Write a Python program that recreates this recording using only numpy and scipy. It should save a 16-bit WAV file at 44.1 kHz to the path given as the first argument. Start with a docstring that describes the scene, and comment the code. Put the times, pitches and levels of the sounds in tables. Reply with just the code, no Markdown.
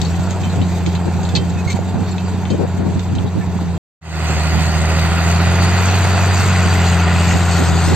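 """A dry field, a stereo microphone in the wind. Some 20 m off, a six-cylinder diesel tractor pulls a disc
cultivator away from us: the firings hum, combustion roars, soil sifts off the discs, and stones clink
and squeal on the steel. At 3.8 s, a short silence. Then the tractor fades in from about 57 m and comes
closer, engine first, brighter, with clatter and a thin whistle, crossing slowly from right to left.
In both passes gusts buffet the two microphone ports."""
import sys
import numpy as np
from scipy import signal
from scipy.fft import rfft, irfft
from scipy.io import wavfile
from scipy.ndimage import uniform_filter1d

SR = 44100
rng = np.random.default_rng(int(sys.argv[2]) if len(sys.argv) > 2 else 0)


def file_out(sig):
    """Save sig as 16-bit WAV at sys.argv[1]."""
    # one column per channel
    cols = np.atleast_2d(sig).T
    # limit, then scale
    lim = np.clip(cols, -1, 1)
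    pcm = np.round(lim * 32767).astype(np.int16)
    wavfile.write(sys.argv[1], SR, pcm)


N = 350595
TIME = np.arange(N) / SR
CONTACT_TIME = np.arange(-441, 21609) / SR  # seconds around the moment of a contact
AWAY_END_S, RETURN_S, FADE_IN_S = 3.78, 4.01, 0.3
SPEED_M_PER_S, AWAY_FROM_M, NEAR_FROM_M, DISCS_BEHIND_M = 2.75, 20.7, 57, 11.4
FIRINGS_PER_TURN = 3


def amp(db):
    """Decibels to gain."""
    return 10 ** (np.asarray(db) / 20)


def unit(x):
    """Scales to rms 1."""
    return x / np.sqrt(np.mean(x ** 2) + 1e-20)


def pan(side_db):
    """Gains of the two ports for a level of left minus right."""
    return amp(side_db * np.array([[.5], [-.5]]))


def at_hz(points, hz):
    """Reads a spectrum table on a log-frequency axis."""
    f, value = np.transpose(points)
    return np.interp(np.log(hz + 1), np.log(f + 1), value)


def curve(rows, t=TIME):
    """Reads a table of times and values at times t."""
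    return np.interp(t, *np.transpose(rows))


def add(mix, start_s, sound):
    """Mixes a stereo sound in."""
    part = mix[:, max(round(start_s * SR), 0):][:, :sound.shape[1]]
    part += sound[:, :part.shape[1]]


def drift(rate_hz, count=N):
    """Random wander of rms 1, with changes up to the given rate."""
    hz = np.fft.rfftfreq(count, 1 / SR)
    return unit(irfft(rfft(rng.standard_normal(count)) / (1 + (hz / rate_hz) ** 4), count))


def spreading_db(from_m, travelled_m):
    """Sound pressure falls as one over the distance; 0 dB at the starting point."""
    return -20 * np.log10(np.maximum(from_m + travelled_m, 1) / from_m)


def port_noise(spectrum, count, stretch=1):
    """Turbulence right at the microphone, unrelated at the two ports."""
    hz = np.fft.rfftfreq(count, 1 / SR)
    colour = amp(at_hz(spectrum, hz / stretch))
    return unit(irfft(rfft(rng.standard_normal((2, count))) * colour, count))


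# Wind on the microphone. Each row: frequency in Hz, relative level in dB.
WIND_SPECTRUM = [(15, -29), (45, -41.5), (65, -10), (90, -4.5), (140, -2.5), (210, -6.5), (300, -23),
                 (450, -28), (900, -44), (3000, -80)]
def breeze(left_db, right_db, gusty_db):
    """Lumpy low rumble of air over each port."""
    rumble = port_noise(WIND_SPECTRUM, N)
    gusts = unit(amp(gusty_db * np.array([drift(25), drift(42)])))
    return amp([[left_db], [right_db]]) * rumble * gusts


# One eddy on the microphone. Each row: frequency in Hz, relative level in dB.
EDDY_SPECTRUM = [(30, -39.5), (65, -22.5), (110, 10), (220, 3), (340, 0.5), (600, -13.5), (1000, -29.5),
                 (2000, -50.5), (6000, -73.5)]
# Each row: start and length in seconds, level in dB, left minus right in dB, factor on frequency.
EDDIES = [(0.541, 0.11, -18.5, 3, 0.8), (0.857, 0.04, -18.5, -11, 1), (1.049, 0.048, -19.5, 13, 1.2),
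          (1.306, 0.16, -19.5, -18, 0.97), (1.922, 0.13, -22, -17, 0.85), (2.496, 0.073, -17, 17, 1.1),
          (2.576, 0.093, -17, 21, 1.48), (2.756, 0.19, -20, 19, 1.11), (2.952, 0.046, -17.5, -1, 0.71),
          (3.073, 0.2, -20.5, 0, 0.75), (3.237, 0.034, -21, 10, 1), (3.344, 0.069, -17, -20, 0.83),
          (4.499, 0.14, -23.5, -11, 0.75), (7.318, 0.064, -17.5, -17, 0.94), (7.581, 0.058, -20, -8, 1.9),
          (7.657, 0.13, -22.5, -1, 1.1), (7.86, 0.096, -17, -12, 1.1)]
def buffets():
    """Single eddies, 0.186 s long at most, thump the ports, mostly one more than the other."""
    out = np.zeros((2, N))
    for start, length, db, side_db, bright in EDDIES:
        eddy = port_noise(EDDY_SPECTRUM, count=8192, stretch=bright)[:, :round(length * SR)]
        eddy = np.array([unit(port * signal.windows.tukey(len(port), .5)) for port in eddy])
        add(out, start, amp(db) * unit(pan(side_db)) * eddy)
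    return out


# Knocks and pops. Each row: start in seconds, peak in dB, pitch in Hz, t60 in seconds,
# left minus right in dB.
DULL_KNOCKS = [(1.1905, -16.5, 840, 0.017, -1), (1.79, -9, 547, 0.009, -24), (3.59, -20.5, 950, 0.01098, 0)]
def knocks(rise_s):
    """Dull blows that die within a few swings."""
    out, t = np.zeros((2, N)), np.maximum(CONTACT_TIME, 0)
    for start, db, hz, t60, side_db in DULL_KNOCKS:
        blow = np.sin(2 * np.pi * hz * t) * (1 - np.exp(-t / rise_s)) * amp(-60 * t / t60)
        add(out, start + CONTACT_TIME[0], amp(db) * unit(pan(side_db)) * blow / abs(blow).max())
    return out


# How alike the two ports hear the field. Each row: frequency in Hz, likeness from 0 to 1.
PORT_LIKENESS = [(100, 0.93), (900, 0.98), (2000, 0.77), (3000, 0.75), (5000, 0.39), (8000, 0.83),
                 (12000, 0.12)]
# Each row: frequency in Hz, left port minus right port in dB.
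PORT_TILT = [(200, -2), (1000, -0.5), (3000, -2.5), (4500, 3), (6000, -1), (7700, 4), (9000, 0),
             (14000, -2)]
# The tractor's bearing. Each row: time in seconds, lead of the right port in milliseconds.
RIGHT_LEAD = [(0, 0.027), (3.8, 0.044), (4.1, 0.09), (5, 0.079), (6, 0.05), (7, 0.024), (7.95, -0.035)]
def field_noise(spectrum, patchy_db):
    """Patchy noise from the tractor's direction, as the two ports receive it."""
    hz, t, bands = signal.stft(rng.standard_normal((2, N)), SR, nperseg=1024)
    alike = at_hz(PORT_LIKENESS, hz)[:, None]
    lead = np.exp(2j * np.pi * hz[:, None] * curve(RIGHT_LEAD, t) / 1000)
    bands[1] = (alike * bands[0] + np.sqrt(1 - alike ** 2) * bands[1]) * lead
    colour = amp(at_hz(spectrum, hz)) * pan(at_hz(PORT_TILT, hz))
    patches = uniform_filter1d(rng.standard_normal(bands.shape[1:]), size=10, axis=0)
    patches = unit(uniform_filter1d(patches, size=4, axis=1))
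    bands *= colour[:, :, None] * amp(patchy_db * patches)
    return unit(signal.istft(bands, SR)[1][:, :N])


# Bright hiss of sifting soil, from behind and from the front, strongest below 8.5 kHz.
# Each row: frequency in Hz, relative level in dB.
SOIL_BEHIND = [(800, -20), (2000, 4), (2600, 3.5), (2900, -1.5), (3150, 1), (3800, 4), (4650, 1),
               (4850, -3), (6000, -1.5), (6250, 3.5), (7250, 2.5), (7600, 5), (7750, 2.5), (8400, -1.5),
               (8600, -13), (9300, -21.5), (10300, -48.5), (12000, -9), (15000, -18)]
SOIL_FRONT = [(800, -12), (2000, -21), (3100, -1), (4050, 6), (4700, 7), (4850, -1.5), (5400, -0.5),
              (6050, 1), (6200, 6.5), (6850, 8.5), (7100, 3), (7600, 10.5), (7720, 2), (8420, 5.5),
              (8600, -11.5), (9300, -10), (10300, -45), (12100, -4.5), (15000, -24.5)]
def soil(spectrum, crumble, clump):
    """Dry earth sifts off the discs in clumps of tiny grains."""
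    return field_noise(spectrum, patchy_db=2.5) * unit(np.exp(crumble * drift(540) + clump * drift(31)))


# Soil thrown by the approaching discs. Each row: middle in seconds, gain in dB, half length in seconds.
SOIL_SURGES = [(4.627, 3, 0.041), (5.028, 1.5, 0.07), (5.3, 2, 0.023), (5.63, 4, 0.025), (5.92, 3, 0.23),
               (6.432, 5, 0.087), (6.87, 2.5, 0.057), (7.061, -5, 0.056), (7.27, 1.5, 0.061),
               (7.594, 3.5, 0.087), (7.886, 2.5, .05)]
def approaching_soil(crank, start_db):
    """Soil surges beyond the tractor; the engine's hiss mingles with it and pulses with the firing."""
    surge_db = sum(db * np.exp(-((TIME - middle) / half) ** 2) for middle, db, half in SOIL_SURGES)
    nearing_db = spreading_db(NEAR_FROM_M + DISCS_BEHIND_M, -SPEED_M_PER_S * (TIME - RETURN_S))
    pulse = 1 + 0.22 * np.sin(FIRINGS_PER_TURN * crank - 2 * np.pi * .1)  # a tenth of a firing late
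    return amp(start_db + nearing_db + surge_db) * soil(SOIL_FRONT, crumble=0.095, clump=0.075) * pulse


# Modes of a steel disc. Each row: frequency in Hz, relative level in dB, t60 in seconds.
DISC_MODES = [(2050, -11, .07), (2350, -10, .05), (2630, -7, .11), (3110, -6, .23), (3526, -9, .07),
              (3885, -5, .09), (4150, -5, .09), (4480, -4, .08), (4730, -10, .1), (5010, -11, .09),
              (5480, -12, .08), (6525, -8, .1), (6821, -9, .06), (7450, -9, .07)]
def disc_ring(force, centre_hz, narrow_db, ring_db, favoured_hz):
    """A disc cracks and rings; the stone's size picks the band, its place favours one mode."""
    t = np.arange(force.shape[1]) / SR
    hz, db, t60 = np.transpose(DISC_MODES)[:, :, None]
    # no two discs ring quite alike: all modes shift with the favoured one
    hz = hz * favoured_hz / hz[np.argmin(abs(hz - favoured_hz))]
    db = db + 8 * np.exp(-(np.log2(hz / favoured_hz) / .07) ** 2)
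    modes = amp(db - 60 * t / t60) * np.sin(2 * np.pi * hz * t)
    at_ports = rng.uniform(0.94, 0.98, (2, len(DISC_MODES))) @ modes
    ring = signal.fftconvolve(force, at_ports, axes=1)[:, :len(t)]
    bins = np.fft.rfftfreq(len(t), 1 / SR)
    crack = irfft(rfft(force) * amp(at_hz(SOIL_BEHIND, bins)), len(t))
    band = amp(-abs(narrow_db) * np.log2((bins + 1) / centre_hz) ** 2)
    return irfft(rfft(unit(crack) + amp(ring_db) * unit(ring)) * band, len(t))


def grit(count):
    """Gritty contact force, half of it common to both ports."""
    return rng.standard_normal(count) + rng.standard_normal((2, count))


# Stones dragged along the departing discs. Each row: start and length in seconds, relative level in dB,
# squeal pitch in Hz, its share from 0 to 1, its overtones in dB, centre of the grinding in Hz,
# loss an octave off centre in dB (sign ignored), ring over grinding in dB.
DRAGGED_STONES = [(0.219, .14, -44, 1395, 1, -20, 1500, 20, -11),
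                  (1.353, 0.012, -33, 4340, 0.4, -20, 4700, 8, -7),
                  (1.566, .045, -38.5, 2590, 0.96, -22, 2580, 23, -10.5),
                  (1.675, 0.038, -29.5, 2177, 0.93, 0, 3006, -4, -15),
                  (1.699, 0.033, -29, 2340, 0.24, -12, 5300, 4, -6),
                  (2.091, .04, -42, 4380, 0.4, -20, 4200, 22, -11.5),
                  (2.109, .014, -38.5, 7430, .8, -20, 7000, 10.5, -11),
                  (3.263, 0.031, -43, 3880, .65, -10, 3895, 27, -13),
                  (3.41, 0.032, -39, 1768, 0.6, -10, 1800, 23, -17)]
def scrapes(gain_db, wobble, sag_per_s):
    """A trapped stone grinds along a disc, and sticks and slips into a slightly falling squeal."""
    out, t = np.zeros((2, N)), CONTACT_TIME
    for start, length, db, hz, share, overtone_db, centre_hz, narrow_db, ring_db in DRAGGED_STONES:
        press = np.interp(t, [0, .001, length, length + .008], [0, 1, .8, 0])
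        force = grit(len(t)) * press * np.exp(0.25 * drift(300, len(t)))
        grind = unit(disc_ring(force, centre_hz, narrow_db, ring_db, hz))
        phase = 2 * np.pi * np.cumsum(hz * (1 - sag_per_s * t + wobble * drift(640, len(t)))) / SR
        # the overtones take on the colour of all that the discs radiate
        tone = sum(amp(at_hz(SOIL_BEHIND, k * hz) + (k > 1) * overtone_db) * np.sin(k * phase) / k
                   for k in range(1, 4))
        squeal = unit(press * tone * (1 + 0.36 * drift(150, len(t))))
        scrape = np.sqrt(1 - share) * grind + np.sqrt(share) * squeal
        add(out, start + t[0], amp(db + gain_db) * np.sqrt(length / t[-1]) * scrape)
    return out


# Stones striking the discs, most of them 9 to 18 m off. Each row: start in seconds, relative peak in dB,
# contact time in seconds, centre of the clink in Hz, loss an octave off centre in dB,
# ring over click in dB, favoured mode in Hz, left minus right in dB.
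STONE_HITS = [(0.0157, -16, .008, 4700, 9, -6.5, 4480, 12.5), (0.0497, -19, 0.0073, 4300, 11, 0, 4440, 7),
              (.1444, -29.5, .01, 2100, 11, 1, 2060, 13), (0.308, -20, 0.0087, 5800, 4, -4, 6550, 4),
              (0.435, -21, 0.012, 2700, 12.5, 5, 2620, -0.5), (.4994, -28, 0.0088, 4150, 26, 2, 4150, 0),
              (0.6153, -25, 0.013, 3300, 13, 1, 3850, -2),
              (0.863, -13.5, 0.0049, 2900, 5.5, -0.5, 2380, -0.5),
              (0.951, -18, 0.0086, 3000, 4.5, -2.5, 4130, -1.5),
              (1.232, -24.5, 0.0087, 5960, 7.5, -1.5, 6525, -0.5),
              (1.2514, -21.5, 0.011, 4250, 35, -4, 4480, -2), (1.29, -21.5, 0.0074, 4000, 1, -1, 3526, 0),
              (1.352, -10, .005, 4360, 39, -2, 4450, 0), (1.3568, -14, 0.0079, 2600, 4.5, -2, 2640, -0.5),
              (1.3627, -8.5, .007, 4100, 9.5, -0.5, 3885, 1.5),
              (1.3738, -16.5, .004, 4200, 5, 1.5, 3160, -2.5),
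              (1.497, -25.5, 0.0096, 7016, 2, -1, 7450, -2.5),
              (2.1817, -20.5, 0.0054, 3200, 9, -0.5, 2629, 0),
              (2.454, -21, 0.0056, 2869, 14.5, -8, 2350, 2.5),
              (2.502, -22.5, 0.0041, 3700, 3, 12, 2640, -2), (2.994, -21, 0.0063, 3510, 6, -5, 3730, 0.5),
              (3.1517, -24.5, 0.0085, 4200, 10, -4, 3885, 0), (3.1845, -23.5, .006, 3230, 45, -11, 3320, 0),
              (4.995, -18, .008, 5002, 2, -13, 4480, 3), (5.3608, -20, .008, 4503, 26, -7, 4480, 0)]
def stones(gain_db, bite):
    """Stones hit the discs: a sharp first touch, then a few milliseconds of crumbling grit."""
    out, t = np.zeros((2, N)), CONTACT_TIME
    for start, db, contact_s, centre_hz, narrow_db, ring_db, favoured_hz, side_db in STONE_HITS:
        touch = (t >= 0) * (np.exp(-abs(t) / contact_s) + bite * np.exp(-abs(t) / .001))
        clink = disc_ring(grit(len(t)) * touch, centre_hz, narrow_db, ring_db, favoured_hz)
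        add(out, start + t[0], amp(db + gain_db) * pan(side_db) * clink / abs(clink).max())
    return out


def whistle(hz, width_hz, flicker_db):
    """A narrow, fluttering band of noise along a pitch curve, from the tractor's direction."""
    lead_s = curve(RIGHT_LEAD) / 1000 * np.array([[0], [1]])
    carrier = np.exp(2j * np.pi * (np.cumsum(hz * np.ones(N)) / SR + hz * lead_s))
    flutter = drift(width_hz) + 1j * drift(width_hz)
    tone = (carrier * flutter / np.sqrt(1 + abs(flutter) ** 2)).real
    return unit(tone * amp(flicker_db * drift(20)))


# The whistle from the front. Each row: time in seconds, level in dB.
WHISTLE_LEVEL = [(4.3, -38.5), (4.65, -36.5), (5.0, -37), (5.7, -37.3), (6.6, -37), (7.0, -39.5),
                 (7.25, -39), (7.4, -46), (7.6, -40.5), (7.95, -42)]
def climbing_whistle(start_hz, climb_hz, wander_hz, settle_s):
    """Perhaps the turbocharger: it wanders at first, then rises a little and steadies."""
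    unsettled = np.exp(-np.maximum(TIME - RETURN_S, 0) / settle_s)
    waver_hz = wander_hz * unsettled * drift(39.7) + 16 * drift(11.85)
    hz = start_hz + climb_hz * (1 - unsettled) + waver_hz
    return amp(curve(WHISTLE_LEVEL)) * whistle(hz, width_hz=52, flicker_db=1.7)


def firing_bursts(crank, uneven):
    """A sharp blow at each firing that dies before the next; no two are equally strong."""
    lead, rise, decay = .25, .04, .4  # in firing intervals; the blow leads the exhaust pulse
    firings = FIRINGS_PER_TURN * crank / (2 * np.pi) + lead
    strength = np.exp(uneven * rng.standard_normal(int(firings[-1]) + 1))[firings.astype(int)]
    age = firings % 1
    return strength * np.exp(-age / decay) * (1 - np.exp(-age / rise)) * (1 - age ** 4)


# Metallic clatter from the front. Each row: frequency in Hz, relative level in dB.
CLATTER_SPECTRUM = [(1200, -20), (1750, 1), (1950, 7), (2300, -1.5), (2500, 5), (2750, 2), (2950, 0),
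                    (5000, -70)]
# Each row: time in seconds, level in dB.
CLATTER_LEVEL = [(4.25, -31), (4.8, -30.5), (5.4, -29.5), (6.0, -28.5), (6.45, -31), (6.8, -27.5),
                 (7.15, -30.5), (7.31, -25), (7.43, -37), (7.58, -28.5), (7.7, -37), (7.92, -33)]
def clatter(crank, knock, uneven):
    """Each firing rattles the block."""
    metal = field_noise(CLATTER_SPECTRUM, patchy_db=2.0)
    return amp(curve(CLATTER_LEVEL)) * metal * unit(1 + knock * firing_bursts(crank, uneven))


def buzz(crank, spectrum, shift_hz):
    """The part of the roar that repeats every two turns: lines at half orders, in a shifting pattern."""
    mean_turns_per_s = crank[-1] / (2 * np.pi * TIME[-1])
    hz = np.arange(513) / 2 * mean_turns_per_s
    strength = amp(at_hz(spectrum, hz)) * (hz > 550) / (1 + (hz / 2800) ** 4)
    cycles = irfft(strength * np.exp(2j * np.pi * rng.random((4, len(hz)))), 8192)
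    blend = np.array([drift(shift_hz) for _ in cycles])
    blend /= np.linalg.norm(blend, axis=0)
    place = crank / (4 * np.pi) % 1
    return unit(sum(share * np.interp(place, np.linspace(0, 1, len(cycle)), cycle)
                    for share, cycle in zip(blend, cycles)))


# The roar from behind and from the front. Each row: frequency in Hz, relative level in dB.
ROAR_BEHIND = [(40, -46.5), (110, 4), (210, 3), (390, 3.5), (560, -2.5), (730, -1), (900, -1), (1150, -8.5),
               (1430, -10.5), (1700, -11.5), (2500, -20), (4500, -21.5), (9000, -64)]
ROAR_FRONT = [(40, -12), (120, 2.5), (260, -2), (390, -1.5), (580, -3), (730, -1), (1150, -4), (1430, -3.5),
              (1700, -8), (2000, -7.5), (2600, -15.5), (3100, -12), (3700, -12), (5000, -20), (10000, -70)]
# Resonances of block and hood. Each row: centre in Hz, width in Hz, lift in dB.
PANEL_MODES = [(377, 25, 2.5), (693, 42, 2.5), (750, 60, 3), (885, 76, 0.5), (1430, 80, 4.5),
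               (1860, 140, 1.5), (2440, 100, 7.5), (2685, 89, 10)]
def roar(crank, spectrum, knock, lope, rough, buzz_db):
    """Combustion and gear noise with a buzz; both jump at each firing and lope with the engine cycle."""
    sway = np.cos(crank / 2) + np.cos(3 * crank / 2) / 2
    beat = 1 + knock * firing_bursts(crank, uneven=.35) + lope * sway
    noise = field_noise(spectrum, patchy_db=1.5) * np.exp(rough * drift(60))
    sound = beat * (noise + amp(buzz_db) * buzz(crank, spectrum, shift_hz=1.4))
    hz = np.fft.rfftfreq(N, 1 / SR)
    panels_db = sum(db / (1 + (2 * (hz - centre) / width) ** 2) for centre, width, db in PANEL_MODES)
    return unit(irfft(rfft(sound) * amp(panels_db), N))


# Exhaust lines. Each row: multiple of the crankshaft speed (3 is the firing rate),
# relative level in dB from behind, the same from the front.
EXHAUST_LINES = [(3, -.4, -.4), (3.5, -26, -27), (4, -28, -27), (4.5, -24, -15), (5, -23, -21),
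                 (5.5, -15, -23), (7, -24, -29), (7.5, -27, -24), (10, -33, -28), (10.5, -33, -28),
                 (12, -27, -25), (13.5, -26, -24), (14.5, -31, -28), (15, -36, -27), (18, -35, -29)]
def exhaust(crank, firing_hz, from_front, hum_db, octave_db, waver, flutter):
    """Firing pulses give the hum and its octave; unequal cylinders add weak lines, loosely in step."""
    hum = np.zeros(N)
    for order, behind_db, front_db in EXHAUST_LINES:
        weak = order != FIRINGS_PER_TURN
        phase = order * crank + weak * 1.7 * rng.uniform(-0.81, 1)
        unsteady = 1 + (flutter if weak else waver) * drift(9.5)
        hum += amp(front_db if from_front else behind_db) * np.sin(phase) * unsteady
    octave = np.sin(2 * FIRINGS_PER_TURN * crank) * (1 + waver * drift(4.5))
    dip_db = 11 / (1 + ((firing_hz - 93.98) / 2.53) ** 2)  # the octave fades near 94 firings a second
    return -np.sqrt(2) * (amp(hum_db) * hum + amp(octave_db - dip_db) * octave)


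def crank_angle(firing_hz):
    """Crankshaft angle in radians: six cylinders fire three times a turn."""
    return 2 * np.pi * np.cumsum(firing_hz) / (FIRINGS_PER_TURN * SR)


# Engine speed going away, sagging and recovering with the load.
# Each row: time in seconds, firings per second.
AWAY_SPEED = [(0.1, 85), (0.31, 92.7), (0.86, 87), (1.2, 88.3), (1.53, 87), (1.73, 92.2), (3.32, 89.7),
              (3.39, 91), (3.76, 85)]
def moving_away():
    """From behind, the cultivator is nearest the microphone and the cab shields the engine."""
    firing_hz, travelled_m = curve(AWAY_SPEED), SPEED_M_PER_S * TIME
    crank = crank_angle(firing_hz)
    engine_db = spreading_db(AWAY_FROM_M, travelled_m)
    discs_db = spreading_db(AWAY_FROM_M - DISCS_BEHIND_M, travelled_m)
    hum = exhaust(crank, firing_hz, from_front=False, hum_db=-18.5, octave_db=-19, waver=.07, flutter=.3)
    combustion = amp(-27) * roar(crank, ROAR_BEHIND, knock=0.31, lope=0.054, rough=0.099, buzz_db=-9.5)
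    earth = amp(-36.5 + discs_db) * soil(SOIL_BEHIND, crumble=0.052, clump=0.18)
    turbo = amp(-52) * whistle(hz=4670, width_hz=54, flicker_db=4.0)
    wind = breeze(left_db=-27, right_db=-22.5, gusty_db=4.2)
    return amp(engine_db) * (hum + combustion + turbo) + earth + wind


# Engine speed coming closer. Each row: time in seconds, firings per second.
NEAR_SPEED = [(4.05, 80.9), (4.32, 78.85), (4.55, 80.77), (4.82, 80.6), (5.39, 85.67), (5.9, 92.18),
              (6.43, 92.47), (7.0, 86.25), (7.47, 87.2), (7.74, 83.9), (7.95, 85.25)]
# Swell of hum and roar at the microphone. Each row: time in seconds, gain in dB.
ENGINE_SWELL = [(4.3, -3), (4.9, -1.96), (5.55, 0), (7.28, 0.1), (7.4, -1.5), (7.95, -0.5)]
def coming_closer():
    """From the front the engine is bright and its knock is plain; it crosses from right to left."""
    firing_hz = curve(NEAR_SPEED)
    crank = crank_angle(firing_hz)
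    hum = exhaust(crank, firing_hz, from_front=True, hum_db=-14, octave_db=-19, waver=.051, flutter=.23)
    combustion = amp(-21) * roar(crank, ROAR_FRONT, knock=.55, lope=.1, rough=.08, buzz_db=-2)
    earth = approaching_soil(crank, start_db=-31.5)
    rattle = clatter(crank, knock=.9, uneven=.3)
    turbo = climbing_whistle(start_hz=4580, climb_hz=134.8, wander_hz=90.7, settle_s=1.2)
    tractor = amp(curve(ENGINE_SWELL)) * (hum + combustion) + rattle + turbo + earth
    side_db = -1.5 + 0.84 * (TIME - RETURN_S)
    return pan(side_db) * tractor + breeze(left_db=-28, right_db=-23.5, gusty_db=2)


def scene():
    """The two passes, with a short silence between them."""
    fade_out = np.clip((AWAY_END_S - TIME) / 0.0016, 0, 1)
    fade_in = np.clip((TIME - RETURN_S) / FADE_IN_S, 0, 1)
    squeals = scrapes(gain_db=1, wobble=.0025, sag_per_s=.65)
    passes = fade_out * moving_away() + fade_in * coming_closer()
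    return passes + buffets() + squeals + knocks(rise_s=.0006) + stones(gain_db=2, bite=0.9)


def record(dry):
    """The recorder's band limit."""
    lowpass = signal.firwin(511, cutoff=15650, window=("kaiser", 9), fs=SR)
    return signal.oaconvolve(dry, lowpass[None], "same")


dry = scene()
out = record(dry)
file_out(out)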